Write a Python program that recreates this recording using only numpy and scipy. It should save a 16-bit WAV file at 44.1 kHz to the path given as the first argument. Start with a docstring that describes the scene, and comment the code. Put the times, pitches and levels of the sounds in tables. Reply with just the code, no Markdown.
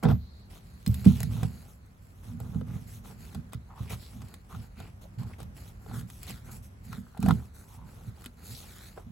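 """A steel seat belt anchor plate flops over and thumps the carpeted floor pan of an open, parked car
as a ratchet is lifted off its bolt. The pan booms in low modes; the steel knocks, ticks and pings.
Hands work a vinyl boot down the webbing, rubbing in grains of stick and slip, until the plate knocks
home inside it. Short cabin reflections surround it; faint outdoor air and far insects lie underneath."""
import sys
import numpy as np
from scipy import signal
from scipy.fft import rfft, irfft, next_fast_len
from scipy.io import wavfile

SR = 44100
rng = np.random.default_rng(int(sys.argv[2]) if len(sys.argv) > 2 else 0)


def digitize_waveform(pressure):
    """Quantize a signal to 16-bit integers and store it at the path in sys.argv[1].

    Rows of a 2-D input are taken as channels; values are limited to [-1, 1].
    """
    field = np.atleast_2d(pressure).T
    bounded = np.clip(field, -1, 1)
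    quanta = np.round(bounded * 32767).astype(np.int16)
    wavfile.write(sys.argv[1], SR, quanta)


N = 401751
T = np.arange(N) / SR
# bright snap of metal edges and stiff vinyl: f/Hz, level/dB
SNAP_EQ = [(400, -2.5), (1200, 4.5), (4000, 2.5), (5500, -2), (8000, 11), (12000, 7.5), (16000, 5)]


def undb(db):
    """Decibels to gain."""
    return 10 ** (np.asarray(db) / 20)


def unit(x):
    """Scale to rms 1."""
    return x / np.sqrt(np.mean(x ** 2))


def add(track, s, sound, db):
    """Mix a sound in at time s with the given peak level."""
    i = max(int(s * SR), 0)
    track[i:i + len(sound)] += (undb(db) * sound / np.abs(sound).max())[:N - i]


def colour(x, points, tilt_db=0):
    """Minimum-phase EQ through (f/Hz, level/dB) points, tilted by tilt_db an octave."""
    size = next_fast_len(len(x) + 4096)
    size += size % 2
    octave = np.log2(np.maximum(np.fft.rfftfreq(size, 1 / SR), 1))
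    hz, db = np.transpose(points)
    gain = undb(np.interp(octave, np.log2(hz), db + tilt_db * np.log2(hz / hz[0])))
    cepstrum = irfft(np.log(gain))
    cepstrum[1:size // 2] *= 2  # fold forward, so nothing rings ahead of an attack
    cepstrum[size // 2 + 1:] = 0
    return irfft(rfft(x, size) * np.exp(rfft(cepstrum)))[:len(x)]


def resonate(x, hz, width):
    """One resonance, gain 1 at its centre."""
    return signal.lfilter(*signal.iirpeak(hz, hz / width, fs=SR), x)


def decay(t, t60):
    """Envelope that falls 60 dB in t60 seconds."""
    return np.exp(-np.log(1000) * t / t60)


def walk(rate):
    """Random drift, gliding to a new value rate times a second."""
    return np.interp(T * rate, np.arange(N), rng.standard_normal(N))


def grains(rate, spread_db):
    """Tiny slips at random moments, a few far stronger than the rest."""
    slips = (rng.random(N) < rate / SR) * rng.standard_normal(N)
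    strength_db = spread_db * np.minimum(rng.exponential(size=N), 4)
    return unit(slips * undb(strength_db))


def gestures(table, swell_share=0.28, sag_db=1.5, fade_s=0.013, fade_share=0.15):
    """One envelope per level column: each move swells, sags and fades, long ones more slowly."""
    power, t = np.zeros((len(table[0]) - 2, N)), T[:SR]
    for start, length, *levels_db in table:
        swell = np.sin(np.pi / 2 * np.minimum(t / (swell_share * length), 1))
        fade = np.exp(-np.maximum(t - length, 0) / (fade_s + fade_share * length))
        shape = swell * undb(-sag_db * np.minimum(t / length, 1)) * fade
        i = max(int(start * SR), 0)
        power[:, i:i + len(t)] += np.outer(undb(levels_db), shape[:N - i]) ** 2
    return np.sqrt(power)


def outdoors(air_db=-49, balance_db=-0.4, insect_hz=4200):
    """The bed: distant rumble in the centre, wide hiss and a thin band of insects."""
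    # outdoor air: f/Hz, level/dB
    air_eq = [(20, -15), (42, 3), (70, 2), (105, 1.5), (135, -6), (200, -6), (300, -21), (600, -27),
              (1300, -33), (2000, -37.5), (4300, -52), (6000, -48.5), (12000, -62), (16000, -60)]
    # far insect calls: t/s, length/s, level/dB
    calls = [(.17, 0.26, -64.5), (.55, 0.42, -72.5)]
    mid, side = (colour(rng.standard_normal(N), air_eq) for _ in range(2))
    side = colour(side, [(80, -17.0), (200, -12.5), (600, 2.0), (2000, 4.5)])
    air = np.array([(mid + side) * undb(balance_db), (mid - side) / undb(balance_db)]) / mid.std()
    insects = resonate(rng.standard_normal((2, N)), insect_hz, width=800)
    insects = unit(resonate(insects, insect_hz, width=800))
    swell_db = 1.6 * walk(rate=3)
    return air * undb(air_db + swell_db) + insects * gestures(calls)[0]


def reflected(x):
    """Seats and console throw back the middle range; the bass bends round them."""
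    # tone of the reflections: f/Hz, level/dB
    cabin_eq = [(300, -3.5), (550, 1.5), (1100, -6), (2200, -1.5), (5500, 6), (7000, -22), (16000, -51)]
    return signal.sosfilt(signal.butter(2, 230, "high", fs=SR, output="sos"), colour(x, cabin_eq))


def cabin(x, t60=0.038, gap_s=0.0012, wet_db=-2):
    """The cabin returns a short spray of reflections, different left and right."""
    t = T[:SR // 5]
    sprays = rng.standard_normal((2, len(t))) * decay(t, t60) * (t > gap_s)
    responses = [reflected(spray / np.linalg.norm(spray)) for spray in sprays]
    return undb(wet_db) * np.array([signal.fftconvolve(x, response)[:N] for response in responses])


def mic_ports(x):
    """Direct sound reaches the two mic ports nearly in step in the bass, out of step in the treble."""
    # lead of left over right: f/Hz, phase/rad
    lead = [(0, 0), (180, -.2), (300, -.8), (400, 0), (7300, -.1), (9200, -3.14), (11500, -6.28),
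            (13600, -9.42), (15400, -12.5), (22050, -12.6)]
    # balance of left over right: f/Hz, level/dB
    balance = [(70, -1), (200, -4), (900, 0.5), (2200, 2.5), (4500, 0.5), (12000, -0.5)]
    hz = np.fft.rfftfreq(N, 1 / SR)
    phase = np.interp(hz, *np.transpose(lead))
    balance_db = np.interp(hz, *np.transpose(balance))
    pan = np.exp(0.5j * phase) * undb(balance_db / 2)
    return np.array([irfft(rfft(x) * pan, N), irfft(rfft(x) / pan, N)])


def hand_echo(x, lag_s):
    """A moving hand reflects some of the rubbing: a drifting comb filter."""
    return 0.9 * x + 0.45 * np.interp(T - lag_s, T, x)


def webbing(slide, press, catch_db=1.5):
    """Threads slip over the vinyl in dense grains; the belt catches unevenly and the boot crinkles."""
    # hiss of the weave: f/Hz, level/dB
    weave_eq = [(2500, -29.5), (4500, -25), (6000, -5.5), (8400, -1.5), (11500, -0.5), (14000, -7),
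                (16000, -8)]
    # rasp of pressed vinyl: f/Hz, level/dB
    rasp_eq = [(900, -12.5), (1900, -2.5), (3000, -6), (4200, -2), (5500, -15), (9000, -14.5)]
    hiss = unit(colour(grains(rate=14000, spread_db=1.5), weave_eq)) * slide
    rasp = unit(colour(grains(rate=2200, spread_db=2.4), rasp_eq)) * press
    crinkle = unit(colour(grains(rate=120, spread_db=2), SNAP_EQ, tilt_db=-2)) * press * undb(-3)
    return (hiss + rasp) * undb(catch_db * walk(rate=54)) + crinkle


def scuffing(grip, jerk_db=2):
    """Coarser stick and slip scuffs the hollow boot."""
    # body of the boot: f/Hz, level/dB
    boot_eq = [(200, 8), (430, 7), (570, 0.5), (780, 7.5), (1000, 6.5), (1400, 9), (1800, -5.5),
               (3500, -37.5)]
    scuff = unit(colour(grains(rate=2000, spread_db=3.0), boot_eq))
    return scuff * grip * undb(jerk_db * walk(rate=45))


def scrapes(width_share=0.42):
    """Each rub swells and fades in a broad resonance set by how the boot is held."""
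    # rubs on the squeezed boot: middle t/s, spread/s, resonance f/Hz, level/dB
    rubs = [(2.74, 0.039, 1920, -67), (2.91, .027, 1800, -67.5), (3.72, 0.02, 950, -54),
            (3.785, 0.019, 1000, -54), (3.915, 0.024, 2300, -53), (4.04, .036, 4000, -62),
            (4.53, 0.022, 1160, -55), (4.83, 0.045, 2360, -62.5), (4.84, 0.026, 830, -78),
            (5.049, 0.016, 627, -57), (5.22, 0.017, 1000, -57.5), (5.338, 0.0058, 2120, -59),
            (6.49, 0.02, 2070, -64), (6.5, .017, 1280, -56.5), (7.78, 0.08, 925, -61),
            (8.54, 0.054, 4100, -56.5)]
    out, slips = np.zeros(N), grains(rate=1100, spread_db=2.4)
    for s, spread_s, hz, db in rubs:
        near = np.abs(T - s) < 4 * spread_s
        hollow = resonate(resonate(slips[near], hz, width_share * hz), hz, width_share * hz)
        swell = np.exp(-0.5 * ((T[near] - s) / spread_s) ** 2)
        out[near] += unit(hollow) * swell * undb(db)
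    return out


def rubbing(resting_db=(-74.5, -78.5, -73)):
    """Hands rub all along the belt, so the direct sound and both reflections get their own grains."""
    # hand strokes: t/s, length/s, weave hiss level/dB, vinyl rasp level/dB, boot scuff level/dB
    strokes = [(0.026, 0.021, -53, -53.5, -35), (0.078, 0.036, -65.0, -50.5, -36.5),
               (0.494, 0.081, -59.5, -61.5, -57), (0.6, 0.26, -67.5, -72.5, -91),
               (0.85, 0.35, -55.5, -60.0, -58.5), (1.04, 0.04, -52.5, -48.0, -44.5),
               (1.063, 0.19, -54.5, -56.5, -59.5), (1.288, 0.17, -54.5, -58, -50),
               (1.473, 0.18, -60, -66.5, -59), (1.674, 0.057, -61, -74, -62),
               (1.991, 0.27, -69.5, -82, -80), (2.225, 0.093, -59.5, -66.5, -59),
               (2.38, 0.19, -63.5, -70.5, -57), (2.659, 0.106, -63.5, -67.5, -55),
               (2.726, 0.12, -61.5, -69.5, -103.5), (2.86, 0.11, -54.5, -65, -66),
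               (3.033, 0.09, -56.5, -63, -54.5), (3.171, 0.18, -59.5, -64.5, -62),
               (3.519, 0.028, -64.0, -58.5, -56), (3.751, 0.15, -62, -63.5, -57),
               (3.892, 0.045, -46.5, -52.5, -49), (3.924, 0.25, -59.0, -66, -60),
               (4.185, 0.165, -66.5, -67.5, -59), (4.481, 0.16, -61, -65, -57.5),
               (4.759, 0.12, -64.5, -66, -56.5), (5.011, 0.033, -59.0, -65.5, -60),
               (5.18, 0.044, -59.5, -61.0, -55), (5.255, 0.088, -64.0, -67, -58.5),
               (5.38, 0.041, -59, -60, -51), (5.538, 0.15, -58, -64.5, -60.5),
               (5.785, 0.2, -63.5, -83, -62.0), (5.873, 0.075, -68, -63.5, -51),
               (5.925, 0.077, -52, -59.5, -50.5), (6.063, 0.16, -58, -67.0, -69),
               (6.196, 0.17, -57, -60.0, -59), (6.271, 0.039, -49, -47.5, -51.5),
               (6.432, 0.13, -57.5, -71, -58), (6.509, 0.059, -51.5, -64, -68),
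               (6.622, 0.039, -57, -69, -75), (6.828, 0.15, -59.5, -65, -64), (6.915, 0.041, -67, -60, -51),
               (7.002, 0.19, -70.5, -75.5, -66.5), (7.205, 0.12, -52.5, -56, -48.5),
               (7.329, 0.13, -63.0, -70, -58.5), (7.533, 0.11, -57.5, -70.5, -62),
               (7.669, 0.1, -60.5, -69, -67.0), (7.834, 0.25, -64, -70, -60),
               (8.144, 0.133, -64, -68.5, -58.5), (8.36, 0.16, -64, -68.5, -61.5),
               (8.425, 0.18, -49.5, -63, -59.5), (8.57, 0.31, -56.0, -60.5, -59),
               (8.955, 0.051, -64.0, -71, -54.5)]
    # resting hands keep all three layers faintly alive between strokes
    slide, press, grip = np.hypot(gestures(strokes), undb(resting_db)[:, None])
    lag_s = 0.0003 + 0.00015 * np.abs(walk(rate=8))
    direct, left, right = (hand_echo(webbing(slide, press) + scuffing(grip), lag_s) + scrapes()
                           for _ in range(3))
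    return direct, np.array([reflected(left), reflected(right)])


def pings(detune=0.011, rise_s=0.0006):
    """Nearly round steel parts ring in close pairs of modes that beat as they fade."""
    # thin rings of small steel parts: t/s, level/dB, f/Hz, t60/s
    rings = [(.031, -38, 2250, .05), (.036, -41, 3150, .04), (.097, -50, 11980, .35),
             (.864, -42, 4150, .035), (.864, -46, 5000, .03), (.878, -47, 11980, .4),
             (.944, -51, 11980, .35), (1.064, -56, 11980, .25)]
    out, t = np.zeros(N), T[:SR // 2]
    for s, db, hz, t60 in rings:
        pair = np.sin(2 * np.pi * hz * t) + 0.8 * np.sin(2 * np.pi * hz * (1 + detune) * t)
        add(out, s, pair * decay(t, t60) * (1 - np.exp(-t / rise_s)), db)
    return out


def ticks(rise_s=0.00035, snap_s=0.00043, tail_s=0.005, tail_db=-20):
    """Metal edges and stiff vinyl snap for about a millisecond, with a faint, damped tail."""
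    # sharp contacts: t/s, level/dB, brightness f/Hz
    snaps = [(0.035, -26, 5600), (.863, -26.5, 4500), (.8768, -22, 8200), (0.9432, -24.5, 10900),
             (1.204, -22, 6440), (1.231, -18.5, 8440), (1.432, -26, 2940), (2.402, -32.5, 6000),
             (2.546, -45, 3000), (2.611, -44.5, 3500), (3.348, -31.5, 3700), (3.533, -26.5, 3680),
             (3.832, -40.5, 4500), (4.029, -41, 3000), (4.219, -35, 3850), (4.285, -42.5, 4940),
             (4.3408, -31, 5500), (4.802, -36, 3520), (5.232, -41.5, 4500), (5.404, -36.5, 3940),
             (5.43, -36.5, 5700), (6.011, -35, 5000), (6.101, -33.5, 7200), (6.231, -27.5, 9900),
             (6.236, -37, 7000), (6.268, -33, 5960), (6.929, -31, 3020), (7.175, -37, 3520),
             (7.203, -33.5, 9000), (7.2278, -24.5, 4300), (7.262, -23.5, 3670), (7.286, -22, 4470),
             (7.309, -32, 3500), (8.21, -43.5, 5100), (8.22, -40, 5000), (8.242, -33.5, 4400),
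             (8.25, -36, 4000), (8.26, -27.5, 4200)]
    out, t = np.zeros(N), T[:SR // 16]
    shape = (1 - np.exp(-t / rise_s)) * (np.exp(-t / snap_s) + undb(tail_db) * np.exp(-t / tail_s))
    for s, db, bright_hz in snaps:
        tilt_db = 4 * np.log2(bright_hz / 7000)
        add(out, s, colour(rng.standard_normal(len(t)) * shape, SNAP_EQ, tilt_db), db)
    return out


def knocks(trim_db=-1, chatter_db=-21, width_share=0.3, muffle_hz=6000):
    """The plate hits its bolt and chatters; harder contact wakes higher modes, the boot dulls the top."""
    # plate on bolt: t/s, level/dB, contact f/Hz, chatter t60/s
    hits = [(0.029, -42, 1000, 0.063), (.038, -24.5, 564, 0.051), (.053, -21, 600, 0.038),
            (.065, -24, 480, 0.098), (0.087, -29.5, 450, 0.039), (0.103, -24.5, 516, 0.045),
            (.116, -25.5, 570, 0.059), (1.207, -35, 640, 0.012), (1.233, -44, 630, 0.014),
            (1.43, -32, 600, 0.068), (2.402, -37.5, 600, 0.039), (2.546, -41, 537, 0.015),
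            (2.613, -36.5, 540, 0.023), (3.352, -42, 670, 0.026), (3.533, -41, 1190, 0.066),
            (3.908, -35.5, 607, 0.075), (3.931, -36, 1040, 0.095), (4.549, -35, 1200, 0.04),
            (4.803, -36.5, 724, 0.052), (5.25, -47, 700, 0.035), (5.403, -39, 584, 0.025),
            (5.863, -38.5, 490, 0.019), (5.913, -37, 810, 0.03), (6.93, -33, 1190, 0.02),
            (7.148, -41, 870, 0.023), (7.169, -39, 750, 0.098), (7.229, -31, 715, 0.054),
            (7.262, -24, 627, 0.047), (7.285, -24, 780, .04), (7.294, -20.5, 870, 0.07),
            (7.3085, -12.5, 940, 0.0072), (8.976, -33, 560, 0.044)]
    # modes of the plate in its boot: f/Hz, width/Hz, level/dB
    modes = [(431, 59, 9.5), (507, 31, 4.5), (780, 130, 2), (930, 420, 3), (1319, 104, 10), (1430, 71, -30),
             (2210, 250, -33), (3240, 580, -2.5)]
    out, t = np.zeros(N), T[:SR // 5]
    for s, db, contact_hz, t60 in hits:
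        chatter = undb(chatter_db) * rng.standard_normal(len(t)) * decay(t, t60)
        force = resonate((t == 0) + chatter, contact_hz, width_share * contact_hz)
        ring = sum(undb(mode_db) * resonate(force, hz, width) for hz, width, mode_db in modes)
        add(out, s, ring, db + trim_db)
    return signal.sosfilt(signal.butter(2, muffle_hz, fs=SR, output="sos"), out)


def floor_pan(force):
    """The carpeted steel floor booms in a few damped modes."""
    # floor modes: f/Hz, level/dB before weighting by decay time, t60/s
    modes = [(74.2, -2, 0.43), (105.5, 2, 0.076), (121, -5.5, 0.14), (158.1, 2.5, 0.093),
             (193.4, 0.5, 0.12), (233.8, 1, 0.22), (313, -6, 0.12), (364, -17, 0.21), (437.5, -7.5, 0.25)]
    return sum(undb(db) * t60 * resonate(force, hz, np.log(1000) / (np.pi * t60))
               for hz, db, t60 in modes)


def drag_rumble():
    """The dragged plate keeps the floor pan shaking."""
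    # drags over the carpet: t/s, length/s, level/dB
    drags = [(.03, 0.1, -21.5), (.86, 0.57, -36), (1.04, 0.39, -34.5), (2.22, 0.58, -40),
             (2.53, 0.21, -41.5), (2.9, 0.42, -49.5), (3.35, 0.051, -34.5), (3.79, 0.17, -42.5),
             (4.13, 0.13, -43), (4.52, 0.084, -39.5), (4.77, 0.074, -44), (5.17, 0.097, -38),
             (5.41, 0.078, -42), (5.88, 0.15, -35.5), (6.29, 0.035, -37.5), (6.42, 0.17, -47.5),
             (6.85, 0.15, -42), (7.21, .15, -27.5), (7.77, .09, -45.5), (8.06, 0.047, -42),
             (8.47, 0.086, -45.5), (9.06, 0.043, -41.5)]
    force = colour(rng.standard_normal(N), [(40, -10.5), (70, -3.5), (110, 9), (200, -0.5), (400, -23.5)])
    return unit(floor_pan(force)) * gestures(drags)[0]


def thumps(bounce_q=4.0):
    """Each blow is a damped bounce on the carpet that wakes the floor modes near its rate."""
    # blows on the floor pan: t/s, level/dB, bounce f/Hz
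    blows = [(0.046, -18, 158), (0.0534, -10.5, 170), (0.0781, -19.5, 204), (0.1, -13.5, 153),
             (0.126, -16, 127), (0.873, -16.5, 181.5), (0.892, -13, 111), (1.0621, -5, 228),
             (1.072, -2, 182), (1.109, -15, 130), (1.183, -26, 107), (1.236, -29, 126), (1.291, -25.5, 106),
             (1.368, -28, 147.3), (1.428, -21, 138), (1.448, -18.5, 139), (2.41, -32, 117),
             (2.558, -19, 167), (2.62, -33.5, 228), (2.713, -28, 143), (2.757, -28, 147),
             (3.355, -28.5, 116), (3.549, -27, 124), (3.805, -25.5, 117), (3.93, -27.5, 123),
             (4.563, -34, 119), (5.238, -32, 102), (5.422, -35, 121), (5.912, -38, 127), (5.99, -40, 110),
             (6.3, -32.5, 121), (6.982, -29.5, 192), (7.192, -23, 189), (7.239, -19, 220),
             (7.254, -15.5, 200), (7.28, -11, 180), (7.303, -9, 173), (7.3221, -14.5, 185),
             (8.079, -33, 107), (8.261, -42, 260)]
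    out, t = np.zeros(N), T[:SR // 2]
    for s, db, bounce_hz in blows:
        phase = 2 * np.pi * bounce_hz * t
        force = np.sin(phase) * np.exp(-phase / (2 * bounce_q))
        add(out, s, floor_pan(force), db)
    return out


def scene():
    """Close handling and its cabin reflections over the outdoor bed, in stereo."""
    floor = thumps() + drag_rumble()
    contacts = knocks() + ticks() + pings()
    direct_rub, diffuse_rub = rubbing()
    close = mic_ports(floor + contacts + direct_rub)
    return close + cabin(contacts + floor) + undb(-1) * diffuse_rub + outdoors()


def record(dry, low_cut_hz=38, high_cut_hz=15900):
    """Roll off the deepest bass and cut the very top steeply."""
    dry = signal.sosfilt(signal.butter(4, low_cut_hz, "high", fs=SR, output="sos"), dry)
    return signal.sosfilt(signal.ellip(8, 0.2, 70, high_cut_hz, fs=SR, output="sos"), dry)


dry = scene()
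out = record(dry)
digitize_waveform(out)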